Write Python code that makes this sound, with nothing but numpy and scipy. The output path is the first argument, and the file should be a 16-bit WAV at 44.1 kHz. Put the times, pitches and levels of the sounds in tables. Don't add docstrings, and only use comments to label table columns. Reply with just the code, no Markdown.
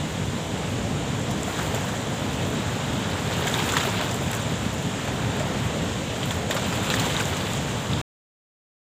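import sys
import numpy as np
from scipy import signal
from scipy.fft import rfft, irfft, next_fast_len
from scipy.io import wavfile
from scipy.ndimage import uniform_filter1d

SR = 44100
rng = np.random.default_rng(int(sys.argv[2]) if len(sys.argv) > 2 else 0)


def wav_out(sig):
    wavfile.write(sys.argv[1], SR, np.round(np.clip(np.atleast_2d(sig).T, -1, 1) * 32767).astype(np.int16))


def gain_from_db(level_db):
    decades = np.asarray(level_db, float) / 20
    return 10 ** decades


N = 392913
CUT_S, CALM_DB = 8.0147, -39.5

# time in seconds, force in dB, depth (extra low gurgle) in dB, spray (extra fine
# mist) in dB.
WAVES = [(0.0, -40.5, 2, -0.5), (1.3, -43, 3, 0.5), (1.62, -37.5, 9, 4.5), (2.05, -41, 6.5, 2.5),
         (2.3, -38, 4, 0.5), (3.15, -36, 5, -1), (3.5, -32.5, 5.5, 2), (3.8, -29, 5, 0.5),
         (4.25, -37, 5.5, 1.5), (4.8, -38, 1.5, -2), (5.42, -38, 7.5, -2.5), (6.1, -37, -2, -3),
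         (6.28, -37, 1, 2), (6.44, -40, 6, 1), (6.6, -37, 5, 2.5), (7.03, -29.5, 3.5, 1),
         (7.45, -35.5, 3.5, 2.5), (8.0, -39.5, 6, 1)]
# lowest pitch in Hz, highest pitch in Hz, ring in cycles,
# rate in bubbles per second, size spread in dB, trim in dB.
SWARMS = [
    (296.3, 850, 5.3, 2000, 2, -6),
    (884, 2220, 5.6, 3000, 2.5, -6),
    (2190, 4600, 5.96, 5000, 3, -2.5),
    (4666, 8800, 7., 5500, 2, -2),
    (9320, 15800, 7., 8000, 0.5, -0.5),
]
# start in seconds, peak in dB, pitch of the peak in the top treble in Hz,
# mid treble against the top in dB.
SPITS = [(1.3119, -33.5, 10500, 1.5), (1.4321, -31, 9400, 9), (1.6297, -29.5, 9280, -5),
         (1.7474, -27, 12600, -0.5), (1.8088, -34, 15200, 4), (2.3306, -31, 9270, -7),
         (3.4705, -22, 14500, -1), (3.4979, -35, 11700, 5.5), (3.5768, -24, 13300, -8),
         (3.6586, -33.5, 13800, 3), (3.7219, -26, 14600, 4.5), (3.7688, -25, 13400, 3),
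         (4.0297, -33, 15100, -4), (4.1435, -24.5, 11500, 0.5), (4.3151, -22, 11000, -6),
         (4.3505, -23, 14300, -3), (4.7411, -30, 12300, -2), (4.8264, -33, 9870, -4),
         (6.2567, -28, 13800, -1), (6.3435, -30, 9420, -8), (6.5076, -22.5, 13900, -6),
         (6.5475, -24, 9180, -20), (6.7555, -30, 12100, -19), (6.9012, -27.5, 10300, 0.5),
         (6.9561, -26, 13900, -6), (6.996, -27, 13200, -3), (7.199, -26.5, 9130, 3.5),
         (7.2549, -29, 14000, 5), (7.3687, -27, 15300, -11), (7.5343, -29.5, 9850, 4)]
# frequency in Hz, gain in dB.
PORT = [(2500, -0.5), (3300, 1.5), (3800, -0.5), (4300, -6.5), (5200, -8.5), (6200, -5.5), (7280, -0.5),
        (8300, -8), (9900, -17.5), (13000, -20), (14500, -25), (16000, -26.5)]


def evened(x):
    return x / np.sqrt(np.mean(x ** 2) + 1e-20)


def coloured(x, *spectra):
    size = next_fast_len(len(x))
    log_hz = np.log(np.fft.rfftfreq(size, 1 / SR) + 1)
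    gain_db = 0
    for spectrum in spectra:
        hz, db = np.transpose(spectrum)
        gain_db = gain_db + np.interp(log_hz, np.log(hz), db)
    return irfft(rfft(x, size) * gain_from_db(gain_db), size)[:len(x)]


def curve(rows, index):
    rows = np.array(rows)
    return np.interp(np.arange(N) / SR, rows[:, 0], rows[:, index])


def add(mix, start_s, sound):
    part = mix[round(start_s * SR):][:len(sound)]
    part += sound[:len(part)]


def bubble(hz, cycles, glide, snap=7):
    u = np.arange(int(4 * SR * cycles / hz) + 8) * hz / SR / cycles
    envelope = (1 - np.exp(-snap * u)) * np.exp(-2.5 * u)
    return envelope * np.sin(2 * np.pi * cycles * (u + glide * u ** 2))


def waves():
    out = np.zeros(N)
    for power, (*bubbles, trim_db) in zip(stirring(), SWARMS):
        out += np.sqrt(power) * swarm(*bubbles)
    return out


def stirring():
    # level in calm water in dB, share of force,
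    # share of depth, share of spray, churn in dB.
    answers = [
        (-41, 0.83, 1.22, 0, 0.44),
        (-39, 0.88, 0.79, 0, 0.87),
        (-40.5, 1, 0.066, 0.28, 0.9),
        (-46, 0.82, 0, 0.78, 1.46),
        (-57, 1, 0.18, 1.1, 2.3),
    ]
    # start in seconds, patter peak in dB, gurgle against patter in dB,
    # fizz against patter in dB.
    slaps = [(1.305, -31.5, 0, 6), (1.477, -28, 4, -12), (1.585, -22, 3, -7), (1.7464, -24, -2, -3),
             (1.885, -30, -6, 4), (3.31, -24, 4, -7), (3.47, -15, -10, -8.5), (3.5409, -20, 3, -2),
             (3.59, -13, -3, -19), (3.64, -23.5, -1, -10.5), (3.69, -15.5, -10, -4),
             (3.735, -20.5, 0.5, -4), (3.7673, -11.5, -2.5, -4.5), (3.87, -39.5, 0.5, -3),
             (4.0093, -18, -1, -14), (4.11, -25, -2, 2), (4.33, -20, 3, -2), (5.075, -23, 4, -7),
             (5.3954, -25, 4, -1), (6.2302, -20.5, -8, -11), (6.309, -25, 4, 2.5), (6.5086, -12.5, -5, -8),
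             (6.565, -16, 0.5, -7), (6.725, -19.5, 2, -9), (6.9012, -15, -6, -6), (6.9386, -13, -8, -4.5),
             (6.997, -15.5, -14, -3.5), (7.055, -21.5, 0, 0), (7.2025, -15, -3, -6), (7.3684, -23, -10, 0)]
    churn_s, slap_ms = 0.025, 13
    deep_under_gurgle_db, spray_under_fizz_db = 8, 9

    force_db = curve(WAVES, index=1) - CALM_DB
    depth_db = curve(WAVES, index=2)
    spray_db = curve(WAVES, index=3)
    span = int(churn_s * SR)
    powers = []
    for (calm_db, force, depth, spray, churn_db), (*_, trim_db) in zip(answers, SWARMS):
        churn = uniform_filter1d(rng.standard_normal(N), span)
        churn = evened(uniform_filter1d(churn, span))
        wave_db = calm_db + force * force_db + depth * depth_db + spray * spray_db
        powers.append(gain_from_db(2 * (wave_db + churn_db * churn + trim_db)))

    t = np.arange(4000) / SR
    burst = t / (t + 0.00057) * np.exp(-2000 * t / slap_ms)
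    for start_s, patter_db, gurgle_db, fizz_db in slaps:
        parts_db = (gurgle_db - deep_under_gurgle_db, gurgle_db, 0, fizz_db, fizz_db - spray_under_fizz_db)
        for power, part_db in zip(powers, parts_db):
            add(power, start_s, gain_from_db(2 * (patter_db + part_db - 10)) * burst)
    return powers


def swarm(low_hz, high_hz, cycles, rate, spread_db):
    # frequency in Hz, level in dB per Hz.
    splash = [(150, -41.5), (350, 6), (800, 3.5), (1630, 3), (2500, -5), (8000, -3), (12500, -5.5),
              (14500, 5)]
    draw, sort = rng.random((2, N))
    clumps = evened(uniform_filter1d(rng.standard_normal(N), size=300))
    size_db = spread_db * np.minimum(rng.exponential(1, N), 4.2) + 0.97 * clumps
    size = gain_from_db(size_db) * (draw < rate / SR)
    pitches_hz = np.geomspace(low_hz, high_hz, num=10)
    pitch_index = (sort * len(pitches_hz)).astype(int)
    out = np.zeros(N)
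    for k, hz in enumerate(pitches_hz):
        grain = bubble(hz, cycles, glide=0.08)
        grain = grain * np.sqrt(hz) / np.linalg.norm(grain)
        out += signal.oaconvolve(size * (pitch_index == k), grain)[:N]
    return evened(coloured(out, splash, PORT))


def plops():
    # start in seconds, peak in dB, pitch in Hz.
    snaps = [(1.597, -14.5, 1500), (1.94, -17, 869), (3.47, -16.5, 1060), (3.54, -10, 3600),
             (3.576, -13, 845), (3.594, -19.5, 937), (3.601, -15, 2100), (3.737, -12.5, 1400),
             (3.767, -5, 1630), (3.769, -8.5, 1070), (3.784, -15, 3090), (5.082, -18, 937),
             (5.841, -20, 1380), (6.23, -17, 3170), (6.307, -12, 3340), (6.509, -13, 1880),
             (6.508, -14.5, 3200), (6.529, -19, 3500), (6.564, -19, 1310), (6.568, -15, 990),
             (6.622, -19, 1460), (6.901, -14, 3950), (6.914, -16, 3200), (6.9393, -7.5, 1770),
             (6.995, -17, 3940), (7.165, -10, 3680), (7.201, -12.5, 2590), (7.045, -18, 1100),
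             (7.933, -14.5, 3600)]
    # start in seconds, peak in dB, pitch in Hz, ring in ms.
    gulps = [(1.478, -15.5, 670, 12), (1.74, -14.5, 571, 7.4), (3.393, -16, 440, 13), (3.455, -17, 680, 14),
             (3.498, -17, 565, 11), (3.545, -24.5, 425, 9), (3.868, -13, 398, 28), (5.36, -18, 415, 10),
             (5.38, -17, 500, 12), (5.404, -10.5, 590, 8.3), (5.414, -19, 675, 10), (5.453, -20, 519, 9),
             (6.499, -11, 610, 8.4), (6.551, -11, 540, 9)]
    plop_ms = 3.2
    out = np.zeros(N)
    for start_s, db, hz in snaps:
        plop = bubble(hz, hz * plop_ms / 1000, glide=0.023, snap=22)
        add(out, start_s + 0.001, 0.94 * gain_from_db(db) * plop)
    for start_s, db, hz, ring_ms in gulps:
        gulp = bubble(hz, hz * ring_ms / 1000, glide=0.03)
        add(out, start_s + 0.00082, 0.92 * gain_from_db(db) * gulp)
    return out


def spits():
    decay_ms = 0.9
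    t = np.arange(600) / SR
    envelope = t / (t + 0.00012) * np.exp(-1000 * t / decay_ms)
    rows = SPITS + scattered() + strays()
    noises = rng.standard_normal((len(rows), len(t)))
    out = np.zeros(N)
    for (start_s, db, hz, mid_db), noise in zip(rows, noises):
        mid = [(3000, mid_db - 24.0), (5200, mid_db - 4), (7300, mid_db + 17.0), (9000, 0.0015)]
        top = [(0.9 * hz, -4.0), (hz, 2.5), (1.4 * hz, -4.0)]
        add(out, start_s, 1.75 * gain_from_db(db) * coloured(noise, mid, top) * envelope)
    return out


def scattered(count=3):
    scatter_s, scatter_db = 0.05, -9
    draws = rng.random((len(SPITS), count, 4))
    rows = []
    for (start_s, db, _, _), drops in zip(SPITS, draws):
        for late, weak, pitch, mid in drops:
            land_s = start_s + 0.004 + scatter_s * late ** 1.5
            drop_db = db + scatter_db - 6 * weak
            rows.append((land_s, drop_db, 8500 + 7000 * pitch, 14 * mid - 7))
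    return rows


def strays(count=80):
    stray_db, spread_db, force_share = -40.5, 5.5, 0.47
    when, size, pitch, mid = rng.random((count, 4)).T
    force_db = curve(WAVES, index=1)[:int(CUT_S * SR)] - CALM_DB
    crowd = np.cumsum(gain_from_db(1.2 * force_db))
    at = np.searchsorted(crowd / crowd[-1], when)
    db = stray_db + force_share * force_db[at] + spread_db * size
    return list(zip(at / SR, db, 9000 + 6000 * pitch ** 2, 10 * mid - 5))


def roar():
    # frequency in Hz, level in dB per Hz.
    fall = [(15, -60), (25, -45.5), (45, -16.5), (65, -7), (105, 1), (150, -0.5), (240, -4.5), (310, -8.5),
            (365, -15), (430, -10), (620, -13.5), (1460, -22.5), (2500, -24), (16000, -27.5)]
    # time in seconds, rumble level in dB.
    swell = [(0.0, -30.5), (1.2, -29.5), (2.3, -30), (3.3, -29.5), (4.4, -30), (5.4, -29), (6.15, -29.5),
             (6.6, -29), (8.0, -30)]
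    level_db = -26.5 - 0.73
    frames = N // 256 + 5
    re, im, patches = rng.standard_normal((frames, 513, 3)).T
    patches = uniform_filter1d(patches, size=14, axis=0)
    patches = evened(uniform_filter1d(patches, size=16, axis=1))
    spectrogram = (re + 1j * im) * gain_from_db(0.84 * patches)
    noise = signal.istft(spectrogram, nperseg=1024, noverlap=768)[1][:N]
    swell_db = curve(swell, index=1)
    gain = gain_from_db(level_db + swell_db - np.median(swell_db))
    return gain * evened(coloured(noise, fall, PORT))


def scene():
    return (waves() + plops() + spits() + roar())[None]


def band_limit(x):
    return signal.sosfilt(signal.butter(12, 16160, fs=SR, output="sos"), x)


def record(dry):
    edge = signal.firwin(numtaps=1023, cutoff=15480, window="blackman", fs=SR)
    narrow = signal.oaconvolve(dry, edge[None], "same")
    running = np.arange(N) < CUT_S * SR
    return band_limit(narrow * running)


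dry = scene()
out = record(dry)
wav_out(out)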